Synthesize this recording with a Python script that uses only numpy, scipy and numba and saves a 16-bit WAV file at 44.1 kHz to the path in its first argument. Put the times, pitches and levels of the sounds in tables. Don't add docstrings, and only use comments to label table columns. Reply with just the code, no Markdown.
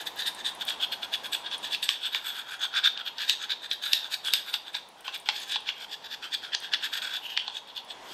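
import sys
import numpy as np
from scipy import signal
from scipy.io import wavfile
from scipy.ndimage import uniform_filter1d
from numba import njit

SR = 44100
rng = np.random.default_rng(int(sys.argv[2]) if len(sys.argv) > 2 else 0)


def materialize(psi):
    bounded = np.clip(np.atleast_2d(psi).T, -1, 1)
    quanta = np.round(bounded * 32767).astype(np.int16)
    wavfile.write(sys.argv[1], SR, quanta)


def gain_from_db(level_db):
    decades = np.asarray(level_db, float) / 20
    return 10 ** decades


N = 358797
T = np.arange(N) / SR

# time in seconds, level in dB.
ROAD_LEVEL = [
    (0.0, -46.3),
    (1.72, -46),
    (1.9, -51.5),
    (4.44, -52),
    (4.87, -53),
    (5.55, -50),
    (5.91, -51.5),
    (7.02, -50.5),
    (7.75, -53),
    (8.14, -44.5),
]
# frequency in Hz, density in dB per Hz.
ROAD_SPECTRUM = [(30, -36), (50, -22.5), (70, -26.5), (120, -23), (230, -16.5), (600, -12.5), (720, -9.5),
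                 (900, -2), (1150, -17), (1700, -16), (3300, -18.5), (7000, -30), (12000, -37),
                 (16000, -50)]
# time in seconds, level in dB.
MOTOR_LEVEL = [
    (0, -82),
    (5.0, -80),
    (5.35, -64.5),
    (6.0, -66),
    (7.0, -69),
    (7.6, -70),
    (8.1, -74),
]
# time in seconds, peak in dB, centre in Hz, ring in dB over the peak.
FLAKES = [(0.0578, -37, 8200, -10), (0.161, -38, 12300, -14), (0.3481, -33, 9350, -12),
          (0.5506, -36.5, 10100, -9), (0.6519, -31, 11800, -22), (1.5805, -32.5, 9200, -12),
          (1.727, -30, 8150, -20), (2.355, -40, 10100, -12.5), (3.8262, -40, 12600, -18),
          (4.5121, -47, 9280, -8), (4.7331, -45, 9270, -17), (4.8883, -44, 10200, -17),
          (5.008, -42, 9160, -18), (5.1766, -38, 12400, -22), (5.1991, -40, 9300, -10),
          (5.3996, -40, 10100, -6), (5.4789, -45, 12100, -12), (5.6047, -46, 9400, -8),
          (6.6024, -38, 9330, -13), (6.9162, -51, 12000, -18), (7.6765, -47, 9200, -18),
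          (7.8481, -47, 10200, -18)]
# time in seconds, peak in dB, blade mode in Hz.
CATCHES = [(0.0691, -21, 3640), (0.2602, -17, 3570), (0.4533, -20, 3600), (0.615, -21, 3670),
           (0.812, -19, 3260), (0.8424, -22, 3240), (1.0305, -21, 3500), (1.2455, -23, 3510),
           (1.4645, -23, 3460), (1.5139, -21, 3410), (2.6208, -20, 3380), (2.7515, -19, 3380),
           (2.7665, -16, 3550), (2.8418, -14, 3460), (2.8468, -11, 3560), (2.8724, -9, 3410),
           (3.0628, -23, 3360), (3.5053, -19, 3650), (3.5208, -15, 3810), (3.8366, -20, 3590),
           (3.9603, -18, 3500), (4.0441, -22, 3610), (4.2486, -20, 3640), (4.2837, -18, 3120),
           (5.3004, -18, 3240), (5.3622, -24, 3260), (5.5214, -19, 3280), (5.5334, -21, 3480),
           (7.2674, -28, 2990), (7.3018, -27, 2910), (7.3934, -21, 3250), (7.5677, -24, 3360),
           (7.7622, -27, 3460)]
# time in seconds, peak in dB, centre in Hz, ting in dB.
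KNOCKS = [(0.6873, -18, 3430, -26), (0.9218, -24, 3640, -30), (1.1378, -14, 3430, -31),
          (1.3314, -17, 3300, -29), (1.7459, -17, 3290, -26), (1.8267, -22, 3570, -35),
          (1.8896, -6, 3630, -37), (2.1465, -10, 2700, -29), (2.9746, -20, 3460, -38),
          (3.1822, -22, 3850, -32), (3.2954, -6, 4080, -21), (3.7125, -12, 3850, -34),
          (3.9315, -3, 4010, -22), (4.141, -14, 3890, -30), (4.3355, -3, 3760, -18),
          (4.5391, -13, 3780, -30), (4.7501, -18, 3820, -33), (5.0789, -18, 3310, -36),
          (5.2579, -31, 3400, -24), (5.2879, -7, 3220, -38), (5.5578, -12, 3290, -41),
          (5.689, -11, 2990, -40), (6.346, -16, 4280, -28), (6.548, -9, 4250, -38),
          (6.7361, -11, 3290, -36), (6.9361, -17, 3470, -29), (7.0184, -22, 3530, -27),
          (7.3664, -21, 3220, -29), (7.3741, -10, 2930, -34), (7.4784, -18, 3900, -47)]
# time in seconds, peak in dB, pitch as a ratio.
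TAPS = [(1.89, -30, 1.1), (2.148, -27, 1.03), (2.646, -32, 1.05), (3.294, -34.5, 0.96), (4.283, -29, 1.5),
        (4.335, -36, 0.9), (4.481, -33, 1.5), (4.54, -30.5, 1.06), (4.749, -32, 0.97), (5.079, -29, 1.04),
        (5.287, -20.5, 1.02), (5.559, -25, 1.05), (5.689, -36, 1.09), (6.547, -34, 0.96),
        (6.738, -34, 0.97), (7.375, -34, 0.98), (7.479, -29, 1.02)]
# time in seconds, peak in dB.
JOLTS = [
    (3.714, -43),
    (3.932, -35.5),
    (4.336, -36),
    (5.289, -42),
]
# frequency in Hz, width in Hz, level in dB.
CASTING = [(832, 120, 5.5), (1027, 86, 6.5), (1170, 400, -4), (1440, 250, 2)]
# frequency in Hz, width in Hz, level in dB.
EDGE = [(6400, 600, -1), (8050, 600, -5.5), (9300, 400, -10), (9280, 50, -15), (11420, 70, -17),
        (12120, 90, -13), (10400, 1000, -11), (11500, 800, -9), (12200, 1100, -2.5), (13300, 1200, -8),
        (14700, 1800, -15), (7500, 5000, -7)]
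# multiple of the blade mode as a ratio, width in Hz, level in dB.
BLADE = [(1, 283, 8.5), (.96, 160, -8), (1.07, 120, -3.5), (.83, 370, -10.5), (1.2, 267, -3.5),
         (1.1, 2740, -9.5)]
# time in seconds, blade mode in Hz, shank mode in Hz.
GRIP = [
    [(0.0, 3620, 1700), (0.444, 3650, 1770), (0.798, 3320, 1460), (0.938, 3390, 1610), (1.026, 3470, 1470),
     (1.14, 3420, 1680), (1.352, 3430, 1600), (1.95, 3530, 1720)],
    [(1.96, 3600, 1670), (2.028, 3350, 1520), (2.168, 3600, 1620), (2.274, 3440, 1550), (2.834, 3480, 1520),
     (2.964, 3470, 1580), (3.024, 3360, 1460), (3.15, 3440, 1600)],
    [(3.16, 3650, 1710), (3.216, 3390, 1590), (3.306, 3790, 1850), (3.408, 3490, 1570), (3.732, 3810, 1750),
     (3.872, 3590, 1560), (3.95, 3780, 1780), (4.1, 3520, 1510)],
    [(4.11, 3660, 1520), (4.166, 3760, 1690), (4.292, 3340, 1500), (4.322, 3770, 1560), (4.386, 3430, 1680),
     (4.486, 3620, 1500), (4.756, 3620, 1620), (4.9, 3380, 1540)],
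    [(4.95, 3410, 1540), (5.074, 3220, 1510), (5.186, 3580, 1680), (5.294, 3270, 1560), (5.382, 3570, 1770),
     (5.862, 3260, 1530), (5.906, 3520, 1810), (6.1, 3620, 1670)],
    [(6.11, 3600, 1760), (6.258, 3180, 1420), (6.324, 3550, 1760), (6.488, 3370, 1490), (6.518, 3170, 1710),
     (6.592, 3420, 1680), (7.066, 3430, 1570), (7.2, 3570, 1610)],
    [(7.21, 3160, 1560), (7.226, 2960, 1530), (7.394, 3010, 1770), (7.442, 3210, 1470), (7.472, 3490, 1610),
     (7.746, 3480, 1580), (7.9, 3460, 1740), (8.1, 3380, 1520)],
]
# time in seconds, then bite, casting contact, shank
# and edge hiss, all in dB.
ANGLE = [(0.0, -18, -23, -10.5, -16), (0.45, -11, -14.5, -8, -9), (0.7, -19, -14, -11, -15),
         (0.95, -21, -12.5, -11, -15.5), (1.5, -19, -15, -12, -13), (1.87, -22, -21, -16, -21),
         (2.1, -13.5, -10.5, -10, -14), (2.6, -18, -12.5, -6, -14), (2.86, -17, -12, -6, -12),
         (3.1, -21, -15, -12, -20), (3.3, -10.5, -11, -8.5, -17), (3.75, -19, -12, -8.5, -13),
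         (4.2, -17, -16.5, -12, -13.5), (4.8, -20, -12, -12, -15), (5.3, -11.5, -8, -14.5, -13),
         (5.4, -4.5, -8.5, -11.5, -11.5), (5.55, -15, -13.5, -14, -14), (5.8, -15, -11.5, -16, -21),
         (5.94, -4, -15.5, -11, -17), (6.25, -8, -10, -8, -16), (6.45, -9.5, -10, -8, -13),
         (6.75, -13, -15, -7, -18.5), (7.0, -17, -14, -8, -21), (7.14, -13, -10, -6.5, -15),
         (7.24, -20.5, -22, -19.5, -20), (7.9, -27, -23, -20, -23), (8.1, -4, -10, -16, -11)]
# peak time in
# seconds, force in dB, rise in ms, fall in ms.
STROKES = [(0.014, -35.5, 33, 15), (0.074, -27.5, 9.6, 7.9), (0.203, -30.5, 26, 32),
           (0.274, -26.5, 15, 16), (0.402, -41.0, 29, 14), (0.458, -34.5, 11.6, 38),
           (0.619, -32.5, 14, 9.8), (0.692, -29.5, 19, 34), (0.836, -29.0, 25, 13.4),
           (0.927, -28.5, 9.2, 14.6), (1.036, -31.0, 13, 14.4), (1.145, -26.0, 17.3, 11.5),
           (1.256, -29.5, 15.5, 12.7), (1.335, -24.0, 11, 21), (1.537, -32.0, 21, 17),
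           (1.649, -32.0, 18, 29), (1.741, -26.0, 29, 15), (1.833, -23.5, 7.6, 27),
           (1.892, -24.0, 10, 45),
           (2.06, -33.0, 37, 22), (2.152, -33.0, 25, 36), (2.269, -35.0, 31, 44), (2.396, -37.0, 47, 25),
           (2.534, -35.0, 51, 24), (2.644, -31.0, 33, 17.6), (3.077, -31.5, 17, 14), (3.22, -30.0, 31, 33),
           (3.296, -29.0, 18, 34), (3.436, -34.0, 26, 19), (3.516, -27.0, 18, 13.6), (3.655, -38.0, 25, 11),
           (3.719, -34.5, 14.4, 23), (3.855, -30.5, 25.5, 34), (3.939, -31.5, 38, 46),
           (4.055, -40.0, 33, 25), (4.139, -26.5, 22, 14), (4.265, -28.5, 17.3, 38), (4.34, -29.0, 15, 49),
           (4.487, -34.0, 23, 23), (4.544, -27.0, 12, 16), (4.683, -43.0, 25, 21), (4.755, -28.0, 15, 20.6),
           (5.009, -57.0, 38, 20), (5.05, -41.5, 6, 34), (5.152, -32.0, 18.6, 13),
              (5.262, -39.5, 4.4, 33), (5.362, -37.5, 43, 27), (5.434, -41.5, 63, 15),
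              (5.525, -32.5, 36, 18), (5.84, -36.0, 58, 9.2), (5.939, -38.0, 31.5, 10),
              (6.064, -43.0, 31, 8.9), (6.141, -34.5, 28.4, 8.4), (6.236, -36.5, 12, 29),
              (6.346, -30.5, 19.3, 8.7), (6.437, -39.5, 12, 43), (6.642, -39.0, 24, 36),
              (6.858, -25.5, 30, 11), (6.938, -27.0, 12.6, 18), (6.977, -27.0, 18, 11),
              (7.024, -29.5, 7, 64), (7.16, -34.0, 45, 22), (7.259, -36.5, 29, 34), (7.31, -34.0, 18, 41),
              (7.572, -33.0, 34, 16), (7.686, -43.0, 16, 32), (7.775, -35.0, 16.4, 21),
              (7.913, -34.5, 21, 12.6), (8.125, -48.5, 86, 18)]
# peak time in seconds, force in dB,
# rise in ms, fall in ms.
BURIED = [(1.47, -36.5, 23, 13), (2.781, -22.0, 31.5, 14), (2.846, -21.5, 10, 12), (2.861, -20.5, 9, 9),
          (2.875, -23.5, 8, 7), (3.008, -37.5, 36, 12), (3.188, -36.5, 4, 33), (5.082, -38.5, 22, 21),
          (5.292, -28.0, 3, 14), (5.56, -31.0, 52, 12), (5.69, -28.5, 20, 17), (6.545, -30.0, 18, 7),
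          (6.739, -23.5, 13, 12.3), (7.376, -36.0, 20, 56), (7.483, -38.5, 19, 24)]
# frequency in Hz, limit in dB.
MASKED = [(4000, -62), (7000, -40.5), (10000, -44), (12500, -47), (15500, -56)]
# frequency in Hz, level in dB.
SPLIT = [(60, -13), (200, -10), (700, -18), (2400, -22.5), (4400, -23), (8000, -8.5), (15000, -10.5)]

MOTOR_HZ = 437
ROOM_T60_S, ROOM_DB = 0.35, -9.5
ROOM_SHANK_CUT = 0.5
PART_RING_HZ, PART_RING_WIDTH_HZ = 9280, 4.8
CATCH_DB = -7
KNOCK_BUILD_MS, TING_PER_DB = 0.71, 1.5
KNOCK_WIDENS = 0.35
USUAL_FORCE_DB = -30
BURIED_EDGE_DB, BURIED_SHANK_DB = -8.5, 2.5
SHANK_PER_DB, EDGE_PER_DB = -0.38, -0.04
SHANK_SWELL = 0.75
STIFFEN_PER_DB = 0.002
CRUMBS_PER_S = 180
SPLIT_FRAMES, SPLIT_BANDS = 0.3, 0.2


@njit
def svf(x, hz, width):
    y, b, l, g, k, last = np.empty(len(x)), 0., 0., 0., 0., 0.
    for i in range(len(x)):
        if abs(hz[i] - last) > 1:
            g, k, last = np.tan(np.pi * hz[i] / SR), width / hz[i], hz[i]
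        v = (b + g * (x[i] - l)) / (1 + g * (g + k))
        b, l, y[i] = 2 * v - b, l + 2 * g * v, k * v
    return y


def unit(x):
    return x / np.sqrt(np.mean(x ** 2))


def band(x, hz, width):
    centre = np.clip(hz + np.zeros(len(x)), 20, 19000)
    return svf(x + 1e-18, centre, max(1. * width, 1.))


def walk(rate):
    hold = int(SR / rate)
    steps = np.repeat(rng.standard_normal(N // hold + 1), hold)
    return unit(uniform_filter1d(uniform_filter1d(steps, hold), hold)[:N])


def modes(x, table, base, patchy_db=0):
    out = 0
    for k, (ratio, width, db) in enumerate(table):
        hz = ratio * base
        sway = patchy_db * walk(14) if patchy_db else 0
        ringing = band(band(x, hz, width), hz, 3 * width) / np.sqrt(width)
        out = out + (-1) ** k * gain_from_db(db + sway) * ringing
    return out


def crack(noise, decay_ms):
    return noise * np.exp(-1000 * np.arange(len(noise)) / SR / decay_ms)


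def add(out, s, x, db):
    i = int(s * SR)
    out[i:i + len(x)] += (gain_from_db(db) * x / np.abs(x).max())[:N - i]


def road():
    tyres = 0
    table_hz, per_hz_db = np.transpose(ROAD_SPECTRUM)
    for hz in 30 * 2 ** np.arange(0, 9.1, 1 / 4):
        db = np.interp(np.log(hz), np.log(table_hz), per_hz_db) + 1.3 * walk(4.6)
        noise = rng.standard_normal(N)
        tyres = tyres + gain_from_db(db) * band(band(noise, hz, hz / 4), hz, hz / 4)
    motor_db = np.interp(T, *np.transpose(MOTOR_LEVEL)) + 1.1 * walk(4.04)
    motor = gain_from_db(motor_db) * np.sin(2 * np.pi * MOTOR_HZ * T)
    return unit(tyres) * gain_from_db(np.interp(T, *np.transpose(ROAD_LEVEL))) + motor


def room(x):
    t = T[:SR // 2]
    noise = rng.standard_normal(len(t)) * np.minimum(t / 0.008, 1)
    low = band(noise, 2900, 7000)
    low_fade = np.exp(-np.log(1000) * t / ROOM_T60_S)
    rest_fade = np.exp(-np.log(1000) * t / (0.86 * ROOM_T60_S))
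    tail = low * low_fade + (noise - low) * rest_fade
    sent = x - ROOM_SHANK_CUT * band(x, 1550, 900)
    return gain_from_db(ROOM_DB) * signal.fftconvolve(sent, tail / np.sqrt(np.sum(tail ** 2)))[:N]


def flakes():
    out = np.zeros(N)
    chance = rng.standard_normal((len(FLAKES), 9000))
    for (s, db, hz, ring_db), noise in zip(FLAKES, chance):
        add(out, s, band(band(crack(noise, 1.0), hz, 6000), hz, 9000), db)
        add(out, s, band(crack(noise, 4.6), hz, 56), db + ring_db)
    add(out, 4.512, band(crack(chance[0], 7.7), PART_RING_HZ, PART_RING_WIDTH_HZ), -51)
    return out


def catches():
    out = np.zeros(N)
    chance = rng.standard_normal((len(CATCHES), 2000))
    for (s, db, hz), noise in zip(CATCHES, chance):
        pluck = crack(noise, 0.8)
        add(out, s, band(band(pluck, hz, 420), hz, 1400), db + CATCH_DB)
        add(out, s, band(band(pluck, hz, 3500), hz, 5000), db - 14)
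    return out


def knocks():
    out = np.zeros(N)
    build = 1 - np.exp(-(1000 * T[:4000] / KNOCK_BUILD_MS) ** 2)
    chance = rng.standard_normal((len(KNOCKS + TAPS), 4000))
    for (s, db, hz, ting_db), noise in zip(KNOCKS, chance * build):
        hit = crack(noise, 1.12) + gain_from_db(-17.5) * crack(noise, 4.1)
        width = 3600 * gain_from_db(KNOCK_WIDENS * (db + 6))
        hit = band(band(band(hit, hz, width), hz, width), hz, 4500)
        add(out, s, band(hit, 2000, 4200), db - 0.5)
        ting = modes(crack(noise, 0.62), EDGE, 0.98)
        add(out, s, ting, db + TING_PER_DB * (ting_db + 29.5) - 25.5)
    for (s, db, pitch), noise in zip(TAPS, chance[::-1]):
        add(out, s, modes(crack(noise, 1.07), CASTING, pitch), db - 0.5)
    for s, db in JOLTS:
        add(out, s, band(crack(np.ones(4000), 0.25), 340, 480), db)
    return out


def grit(share, spread_db, chatter_db, crumb_db):
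    size = gain_from_db(spread_db * np.minimum(rng.exponential(size=N), 4))
    caught = rng.random(N) < share
    grains = size * caught * np.sign(rng.standard_normal(N))
    rubbing = rng.standard_normal(N)
    crumb_size = gain_from_db(crumb_db + 3 * rng.standard_normal(N))
    crumbs = crumb_size * (rng.random(N) < CRUMBS_PER_S / SR)
    return unit((grains + rubbing + crumbs) * gain_from_db(chatter_db * walk(160)))


def stroke_forces():
    power = np.zeros((3, N))
    steepness = 8 * np.array([[1], [SHANK_SWELL], [1]])
    for k, (s, db, rise_ms, fall_ms) in enumerate(BURIED + STROKES):
        span = slice(max(int((s - 0.3) * SR), 0), int((s + 0.3) * SR))
        late_ms = 1000 * (T[span] - s)
        swell = db - steepness * np.abs(late_ms / np.where(late_ms < 0, rise_ms, fall_ms)) ** 1.78
        hard_db = db - USUAL_FORCE_DB
        buried = k < len(BURIED)
        shank_db = SHANK_PER_DB * hard_db + buried * BURIED_SHANK_DB
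        edge_db = EDGE_PER_DB * hard_db + buried * BURIED_EDGE_DB
        power[:, span] += gain_from_db(swell + np.array([[0], [shank_db], [edge_db]])) ** 2
    return np.sqrt(power)


def scrape(blade_hz, shank_hz, bite_db, contact_db, shank_db, hiss_db):
    blade, shank, hiss = stroke_forces()
    blade_db = 20 * np.log10(uniform_filter1d(blade, 2000) + 1e-9)
    pressed_db = np.clip(blade_db - USUAL_FORCE_DB, -15, 5)
    stiff = 1 + STIFFEN_PER_DB * (pressed_db + 5)
    coarse = grit(0.05, 2.9, 2.2, crumb_db=19)
    fine = grit(0.1, 1.5, 2.85, crumb_db=17)

    def steep(hz, width):
        return lambda x: band(band(x, hz, width), hz, 1.17 * width)

    def ring_blade(x):
        return modes(x, BLADE, blade_hz * stiff, patchy_db=2.0)

    def ring_edge(x):
        return modes(x, EDGE, 1 + 0.005 * walk(6.7), patchy_db=4)

    def steady(x):
        return np.sqrt(uniform_filter1d(uniform_filter1d(x ** 2, size=1000), size=1000))

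    parts = [(coarse, blade, ring_blade),
             (coarse, shank * gain_from_db(shank_db), steep(shank_hz * stiff, 340)),
             (coarse, blade * gain_from_db(contact_db), steep(2344, 430)),
             (fine, blade * gain_from_db(bite_db), steep(4640, 1360)),
             (fine, hiss * gain_from_db(hiss_db), ring_edge)]
    return sum(ring(x * force) / steady(ring(x)) for x, force, ring in parts)


def scene():
    hand = []
    for table in (np.concatenate(GRIP), ANGLE):
        s, *columns = np.transpose(table)
        hand += [np.interp(T, s, column) for column in columns]
    tool = scrape(*hand) + knocks() + flakes() + catches()
    return np.tile(tool + room(tool) + road(), (2, 1))


def low_pass(x):
    return signal.sosfilt(signal.butter(12, 16500, fs=SR, output="sos"), x)


def record(dry):
    hz, _, z = signal.stft(dry[0], SR, nperseg=2048)
    hz, z = hz[:1024, None], z[:1024]

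    def read(table):
        table_hz, db = np.transpose(table)
        return np.interp(np.log(hz + 1), np.log(table_hz), db)

    power = np.repeat((np.abs(z) ** 2).reshape(128, 8, -1).sum(1), 8, axis=0)
    luck_db = 8 * np.repeat(rng.standard_normal((128, z.shape[1])), 8, axis=0)
    z = z * (power > power.sum(0) / 8 * gain_from_db(read(MASKED) + luck_db) ** 2)
    frame = rng.random(z.shape[1]) < SPLIT_FRAMES
    patch = rng.random((32, z.shape[1])) < np.where(frame, 0.75, SPLIT_BANDS)
    phase = np.exp(2j * np.pi * rng.random(z.shape))
    side = z * np.repeat(patch, 32, axis=0) * gain_from_db(read(SPLIT)) * phase
    mix = signal.istft(np.array([z + side, z - side]), SR, nperseg=2048, nfft=2048)[1][:, :N]
    mix = signal.sosfilt(signal.ellip(8, 0.2, 60, 15780, fs=SR, output="sos"), mix)
    return low_pass(mix)


dry = scene()
out = record(dry)
materialize(out)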